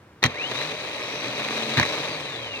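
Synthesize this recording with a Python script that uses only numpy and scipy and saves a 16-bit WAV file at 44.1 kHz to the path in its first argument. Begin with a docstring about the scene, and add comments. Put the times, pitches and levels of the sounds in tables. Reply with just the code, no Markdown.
"""Starter motor on a bench

A starter motor is run once on a wooden bench, close to the microphone.
Its solenoid slams in (shaped noise bursts and steel modes) and jolts the bench (decaying sines).
The motor spins up: brushes rasp (pulsed noise through casing resonances), commutator whine rises (shaft tones).
Then the power is cut: the pinion clatters back and the motor coasts down. Faint room tail, quiet air noise."""
import sys
import numpy as np
from scipy import signal
from scipy.fft import rfft, irfft
from scipy.io import wavfile
from scipy.ndimage import uniform_filter1d

SR = 44100
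rng = np.random.default_rng(int(sys.argv[2]) if len(sys.argv) > 2 else 0)


def master(y):
    """Save y as 16-bit WAV."""
    cut = np.clip(np.atleast_2d(y).T, -1, 1)
    pcm = np.round(cut * 32767)  # scale
    wavfile.write(sys.argv[1], SR, pcm.astype(np.int16))


N = 114660
T, HZ = np.arange(N) / SR, np.fft.rfftfreq(2 * N, 1 / SR)
ON_S, OFF_S = 0.27, 1.775
BARS = 28  # commutator bars per turn


def amp(db):
    """Decibels to gain."""
    return 10 ** (np.asarray(db) / 20)


def unit(x):
    """Scales to rms 1."""
    return x / np.sqrt(np.mean(x ** 2) + 1e-20)


def curve(points):
    """Control curve over time, linear between points."""
    return np.interp(T, *np.transpose(points))


def read(points, hz):
    """Reads a table on a log-frequency axis."""
    f, value = np.transpose(points)
    return np.interp(np.log(hz + 1), np.log(f + 1), value)


def colour(x, points):
    """Causal minimum-phase filter with the given spectrum."""
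    log_gain = np.log(amp(read(points, abs(np.fft.fftfreq(4096, 1 / SR)))))
    spectrum = np.exp(np.conj(signal.hilbert(log_gain)))
    taps = np.fft.ifft(spectrum).real
    return signal.fftconvolve(x, taps[:len(taps) // 2])[:len(x)]


def add(mix, s, sound):
    """Mixes a sound in at s seconds."""
    part = mix[round(s * SR):][:len(sound)]
    part += sound[:len(part)]


def ports(left, other, lean=0.97):
    """The right port hears the sound later, shaded, and partly from other surfaces."""
    # Each row: frequency in Hz, left minus right in dB at lean = 1.
    shading = [(100, -2), (430, -1), (700, 0.4), (1100, 1), (1750, -2), (2100, -2), (2500, -3), (2850, 0),
               (3300, 9), (3900, 18), (4900, 8.2), (6200, 9.8), (7500, 4.6), (9000, 8), (10500, 2),
               (15000, 2)]
    # Each row: frequency in Hz, likeness of the two ports (0-1).
    likeness = [(150, 0.99), (300, 1), (600, 0.93), (1200, 0.73), (2400, 0.76), (4000, 0.3), (8000, 0.24),
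                (15000, 0.22)]
    right_late_ms = 0.068
    same = np.clip(read(likeness, HZ), 0, 1)
    z = same * rfft(left, 2 * N) + np.sqrt(1 - same ** 2) * rfft(other, 2 * N)
    right = irfft(z * np.exp(-2j * np.pi * HZ * right_late_ms / 1000))[:N]
    return np.array([left, colour(right, [(f, -lean * db) for f, db in shading])])


def background():
    """Quiet air: steady coloured noise, one stream per port."""
    # Each row: frequency in Hz, relative level in dB per Hz.
    air_colour = [(18, -66), (30, -34), (81, -12.5), (105, -12.5), (260, -18), (581, -22), (698, -26.5),
                  (1200, -24), (5880, -43), (15000, -55)]
    level_db = -51.5
    left, other = (unit(colour(noise, air_colour)) for noise in rng.standard_normal((2, N)))
    return amp(level_db) * ports(left, other, lean=0.15)


def room(x):
    """Faint short tail from the surroundings: convolution with decaying, dulled noise."""
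    level_db, t60_s = -22, 0.034
    t = T[:SR // 2]
    tail = rng.standard_normal((2, len(t))) * amp(-60 * t / t60_s) * (t > 0.004)
    tail = signal.lfilter(*signal.butter(1, 4000, fs=SR), tail)
    return amp(level_db) * signal.fftconvolve(x, tail / np.linalg.norm(tail[0]), axes=1)[:, :N]


def bench():
    """The kick of the motor thumps the planks, whose modes ring and decay."""
    # Jolts of the motor against the bench. Each row: start in seconds, gain on the thump in dB.
    jolts = [(0.2446, -17.5), (0.2527, -14.5), (1.7731, -18), (1.781, -12.5), (1.8068, -18)]
    # Plank modes. Each row: frequency in Hz, relative level in dB, t60 in seconds.
    plank_modes = [(89, -18.5, 0.2), (128.6, -3.5, 0.076), (164, -3, 0.068), (242.4, -9.5, 0.11),
                   (320, -8, 0.016)]
    t, out = T[:SR // 3], np.zeros(N)
    thump = -sum(amp(db - 60 * t / t60) * np.sin(2 * np.pi * hz * t) for hz, db, t60 in plank_modes)
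    thump *= np.minimum(t / 0.0031, 1)  # 3.1 ms onset
    for s, db in jolts:
        add(out, s, amp(db) * thump)
    out = signal.sosfilt(signal.butter(3, 70, "high", fs=SR, output="sos"), out)
    return ports(out, 0 * out)


def steel(t, after_on):
    """Each blow lands a little differently, and so rings its own mix of the steel modes."""
    # Each row: frequency in Hz, relative level in dB for blows up to switch-on,
    # relative level in dB for later blows, t60 in seconds.
    steel_modes = [(1114, -18, 0, 0.092), (1600, -20, -12, .13), (1830, 3, -16, 0.072),
                   (2030, 9, -9, 0.064), (2380, -10, 3, .09), (3200, 14, -20, 0.072), (3900, -10, -3, 0.1),
                   (4120, -2, -14, 0.051), (5330, -22, -1, 0.045), (5960, 1, -16, 0.059)]
    spread_db = 1.5
    hz, before_db, after_db, t60 = np.transpose(steel_modes)[:, :, None]
    db = (after_db if after_on else before_db) + spread_db * rng.standard_normal(hz.shape)
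    phase_turns = rng.random(hz.shape)
    modes = amp(db - 60 * t / t60) * np.sin(2 * np.pi * (hz * t + phase_turns))
    return unit(modes.sum(0))


def solenoid():
    """Each blow is a sharp contact and a brief chatter of loose steel parts."""
    # Blows of plunger and pinion. Each row: start in seconds, then knock, clack, clink and snap
    # in dB before the common gain, chatter decay constant in seconds.
    blows = [(0.2228, -43, -40, -41, -62, .006), (0.2281, -28, -41, -20, -48, 0.0022),
             (0.2297, -23, -35, -19.5, -37, 0.0032), (0.2388, -24, -15, -12.5, -17, .0016),
             (0.2434, -24, -18, -24, -26, 0.0024), (0.2489, -25, -26, -26, -44, 0.012),
             (.253, -21.5, -37, -19, -46, 0.0093), (0.261, -29.5, -25, -27.5, -26, .004),
             (0.518, -33, -35, -45, -46, 0.0028), (0.6152, -35.5, -34, -26.5, -48, 0.0011),
             (1.7723, -30, -21.5, -19, -31, 0.0039), (1.778, -25, -26, -18, -44, 0.0064),
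             (1.7853, -21.5, -25, -25, -42, 0.009), (1.7886, -27.5, -24, -39, -46, 0.0028),
             (1.798, -17.5, -21, -17, -25, 0.0017), (1.8121, -35, -23, -23, -43, 0.0038),
             (1.8294, -27, -17, -39, -34, 0.0034), (1.8525, -30, -37, -28, -35, 0.0016)]
    # Four bands of each blow, low to high: dull knock, clack, bright clink, sharp snap.
    # Each row: frequency in Hz, relative level in dB per Hz.
    knock_colour = [(100, -17.5), (320, 2.5), (650, -2.5), (1150, 2), (1500, -9), (3000, -33), (8000, -55)]
    clack_colour = [(300, -24), (1450, -6), (1750, 4), (1900, 7.5), (2080, 2.5), (2400, -6.5), (2900, -8.5),
                    (4000, -21), (8000, -69)]
    clink_colour = [(500, -28.5), (2400, -5.5), (3200, -7), (3850, 6.5), (4300, 0), (5000, -13),
                    (6100, -10), (7500, -27.5), (15000, -36.5)]
    snap_colour = [(1000, -1), (4000, -13.5), (5300, 9), (6200, 10), (7600, -4), (9700, -11.5),
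                   (11000, -12.5), (13300, -24), (15500, -14.5)]
    ring_db, common_gain = -7, 0.15
    t, out = T[:SR // 5], np.zeros((2, N))
    contact = t == 0  # single-sample click
    for s, knock_db, clack_db, clink_db, snap_db, decay_s in blows:
        for side, noise in zip(out, rng.standard_normal((2, len(t)))):
            chatter = noise * (np.exp(-t / decay_s) + 0.03 * np.exp(-t / 0.015))
            knock = unit(colour(chatter + 4 * contact, knock_colour))
            clack = unit(colour(chatter + 7 * contact, clack_colour))
            clack += amp(ring_db) * steel(t, s > ON_S)
            clink = unit(colour(chatter + 3 * contact, clink_colour))
            snap = unit(colour(chatter, snap_colour))
            blow = amp(knock_db) * knock - amp(clack_db) * clack
            blow += amp(clink_db) * clink + amp(snap_db) * snap
            add(side, s, common_gain * blow)
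    return ports(*out, lean=0.89)


def tone(turns, rough, size):
    """A shaft tone of rms near 1 that flutters in level and phase, smoothed over size samples."""
    a, b = (unit(uniform_filter1d(v, size=size)) for v in rng.standard_normal((2, N)))
    angle = 2 * np.pi * turns
    flutter = (1 + rough * a) * np.cos(angle) + rough * b * np.sin(angle)
    return np.sqrt(2 / (1 + 2 * rough ** 2)) * flutter


def commutator_whine(turns):
    """The bars passing the brushes whine, flaring as the tone sweeps through casing resonances."""
    # Each row: time in seconds, level in dB.
    whine_db = [(.31, -56), (.355, -44), (.38, -33), (.397, -34), (.415, -25.5), (.445, -26), (.485, -32),
                (.52, -43), (.565, -28.5), (.615, -34), (.7, -54), (.85, -60), (.97, -50), (1.19, -42),
                (1.34, -57), (1.85, -54), (1.9, -44), (2.07, -48), (2.145, -39), (2.19, -54), (2.26, -39),
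                (2.36, -37.5), (2.395, -47), (2.44, -33.5), (2.49, -41), (2.555, -32), (2.6, -48)]
    # Extra on the right, as the casing radiates unevenly. Each row: time in seconds, gain in dB.
    right_db = [(.45, -1), (.55, 1), (2.4, 1), (2.47, 8), (2.56, 1.5)]
    whine = amp(curve(whine_db)) * tone(BARS * turns, rough=0.24, size=600)
    whine *= 1 + 0.2 * np.cos(2 * np.pi * turns)  # once-a-turn pulse
    return ports(whine * (T > ON_S), 0 * T, lean=0.75) * amp([0 * T, curve(right_db)])


def rotor(speed, turns):
    """Once-a-turn hum of the unbalanced rotor, and weaker tones at multiples of the shaft speed."""
    # Hum. Each row: time in seconds, level in dB.
    hum_db = [(.4, -70), (.52, -50), (.7, -47), (.9, -64), (1.2, -58), (1.37, -46), (1.62, -41),
              (1.76, -42), (1.9, -62), (2.15, -47), (2.42, -47), (2.6, -57)]
    # Weaker tones: multiples of the shaft speed, and their levels in dB before radiation and speed.
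    multiples = [13, 20, 22, 35, 41, 52, 54, 55, 56, 61, 64, 68, 70, 84]
    multiple_db = [-47, -74, -42, -66, -64, -59, -82, -64, -65, -62, -66, -61, -67, -60]
    # How well the weaker tones radiate. Each row: frequency in Hz, gain in dB.
    radiates = [(1500, -12), (3000, 5), (5000, -11), (7000, 13), (8600, 5), (10000, 2), (11300, -17),
                (12300, 0), (14000, -8), (15400, -13)]
    powered_db = -4  # weaker tones while powered
    hum = amp(curve(hum_db)) * tone(turns, rough=0.22, size=2200)
    faint = 0
    for k, db in zip(multiples, multiple_db):
        faint = faint + amp(db + read(radiates, k * speed)) * tone(k * turns, rough=1.0, size=500)
    faint = faint * amp(powered_db * (T < OFF_S)) * (speed / speed.max()) ** 2.1
    x = (hum + faint) * (T > ON_S)
    return ports(x, 0 * x, lean=0.84)


def brushes(turns):
    """Grainy, surging friction, pulsing with each turn and each commutator bar, rings the casing."""
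    # Each row: time in seconds, level in dB before surge and treble.
    rasp_db = [(.27, -33.5), (.34, -33.5), (.44, -31), (.53, -30), (.63, -28.5), (.77, -32.5), (.95, -31),
               (1.15, -30), (1.3, -30), (1.47, -27.5), (1.75, -27.5), (1.9, -27), (2.08, -29), (2.2, -31.5),
               (2.4, -33.5), (2.6, -35.5)]
    # Gain above about 3 kHz. Each row: time in seconds, gain in dB.
    treble_db = [(.3, -5), (.55, 2.5), (1, 0.5), (1.7, 2.5), (2.15, 0.5), (2.4, -1), (2.6, 1.5)]
    # Colour of the running motor. Each row: frequency in Hz, relative level in dB per Hz.
    casing = [(30, -58), (60, -52), (90, -20), (130, -1.5), (190, -13), (270, -1), (340, -4.5), (430, -1.5),
              (590, 2), (680, -13), (900, -5.5), (1100, -3), (1450, -9.5), (1750, -5.5), (2050, -3.5),
              (2500, -2), (2850, -6), (3300, -3.5), (3650, -4), (3900, 1), (4250, -7.5), (4550, -7),
              (4850, -11), (5600, -13.5), (6200, -12.5), (6900, -21), (8500, -24), (10500, -30.5),
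              (13000, -38), (15500, -36)]
    # Narrow casing resonances. Each row: frequency in Hz, width in Hz, gain in dB on the coloured rasp.
    casing_modes = [(439, 28, -2.5), (707, 72, 8.5), (893, 64, -5.5), (1177, 55, -14), (2028, 17, -10.5),
                    (2450, 36, -6.5), (2744, 41, -6.5), (3855, 74, -3), (4050, 140, -15), (4370, 52, -5.5),
                    (6120, 90, -3)]
    turn_depth, bar_depth = 0.057, 0.22
    grain_db, surge_db = 3, 0.7  # rms
    pulse = 1 + turn_depth * np.cos(2 * np.pi * turns) + bar_depth * np.cos(2 * np.pi * BARS * turns)
    grain = amp(grain_db * unit(uniform_filter1d(rng.standard_normal(N), size=24)))
    surge = unit(uniform_filter1d(rng.standard_normal(N), size=900))
    fade_in = np.clip((T - ON_S) / 0.012 + 1, 0, 1)  # 12 ms, full at switch-on
    level = amp(curve(rasp_db) + surge_db * surge) * fade_in
    high_pass = signal.butter(2, 3000, "high", fs=SR, output="sos")
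    pair = []
    for noise in rng.standard_normal((2, N)):
        x = colour(noise * pulse * grain, casing)
        ringing = sum(amp(db) * signal.lfilter(*signal.iirpeak(hz, hz / width, SR), x)
                      for hz, width, db in casing_modes)
        x = unit(x + ringing)
        treble = signal.sosfiltfilt(high_pass, x)
        pair.append(level * (x + (amp(curve(treble_db)) - 1) * treble))
    return ports(*pair)


def scene():
    """Motor, solenoid and bench, with their room tail, over a quiet background."""
    # Each row: time in seconds, shaft speed in turns per second.
    shaft_speed = [(.26, 1), (.3, 32), (.38, 79), (.42, 95), (.48, 113.5), (.56, 133), (.62, 145.5),
                   (.7, 161), (.8, 174), (.97, 190.3), (1.11, 200.9), (1.25, 209.2), (1.4, 216),
                   (1.6, 222.6), (1.775, 226), (1.97, 189), (2.15, 158.7), (2.32, 131), (2.46, 110),
                   (2.6, 90.8)]
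    speed = curve(shaft_speed)
    turns = np.cumsum(speed) / SR
    starter = bench() + solenoid() + commutator_whine(turns) + rotor(speed, turns) + brushes(turns)
    return background() + room(starter) + starter


def record(dry):
    """The recorder rounds the highest peaks and limits the band."""
    limit, cut_hz = 0.95, 16050
    x = dry / (1 + (dry / limit) ** 4) ** 0.25
    low_pass = signal.firwin(511, cut_hz, window=("kaiser", 9), fs=SR)
    return signal.oaconvolve(x, low_pass[None], "same")


dry = scene()
out = record(dry)
master(out)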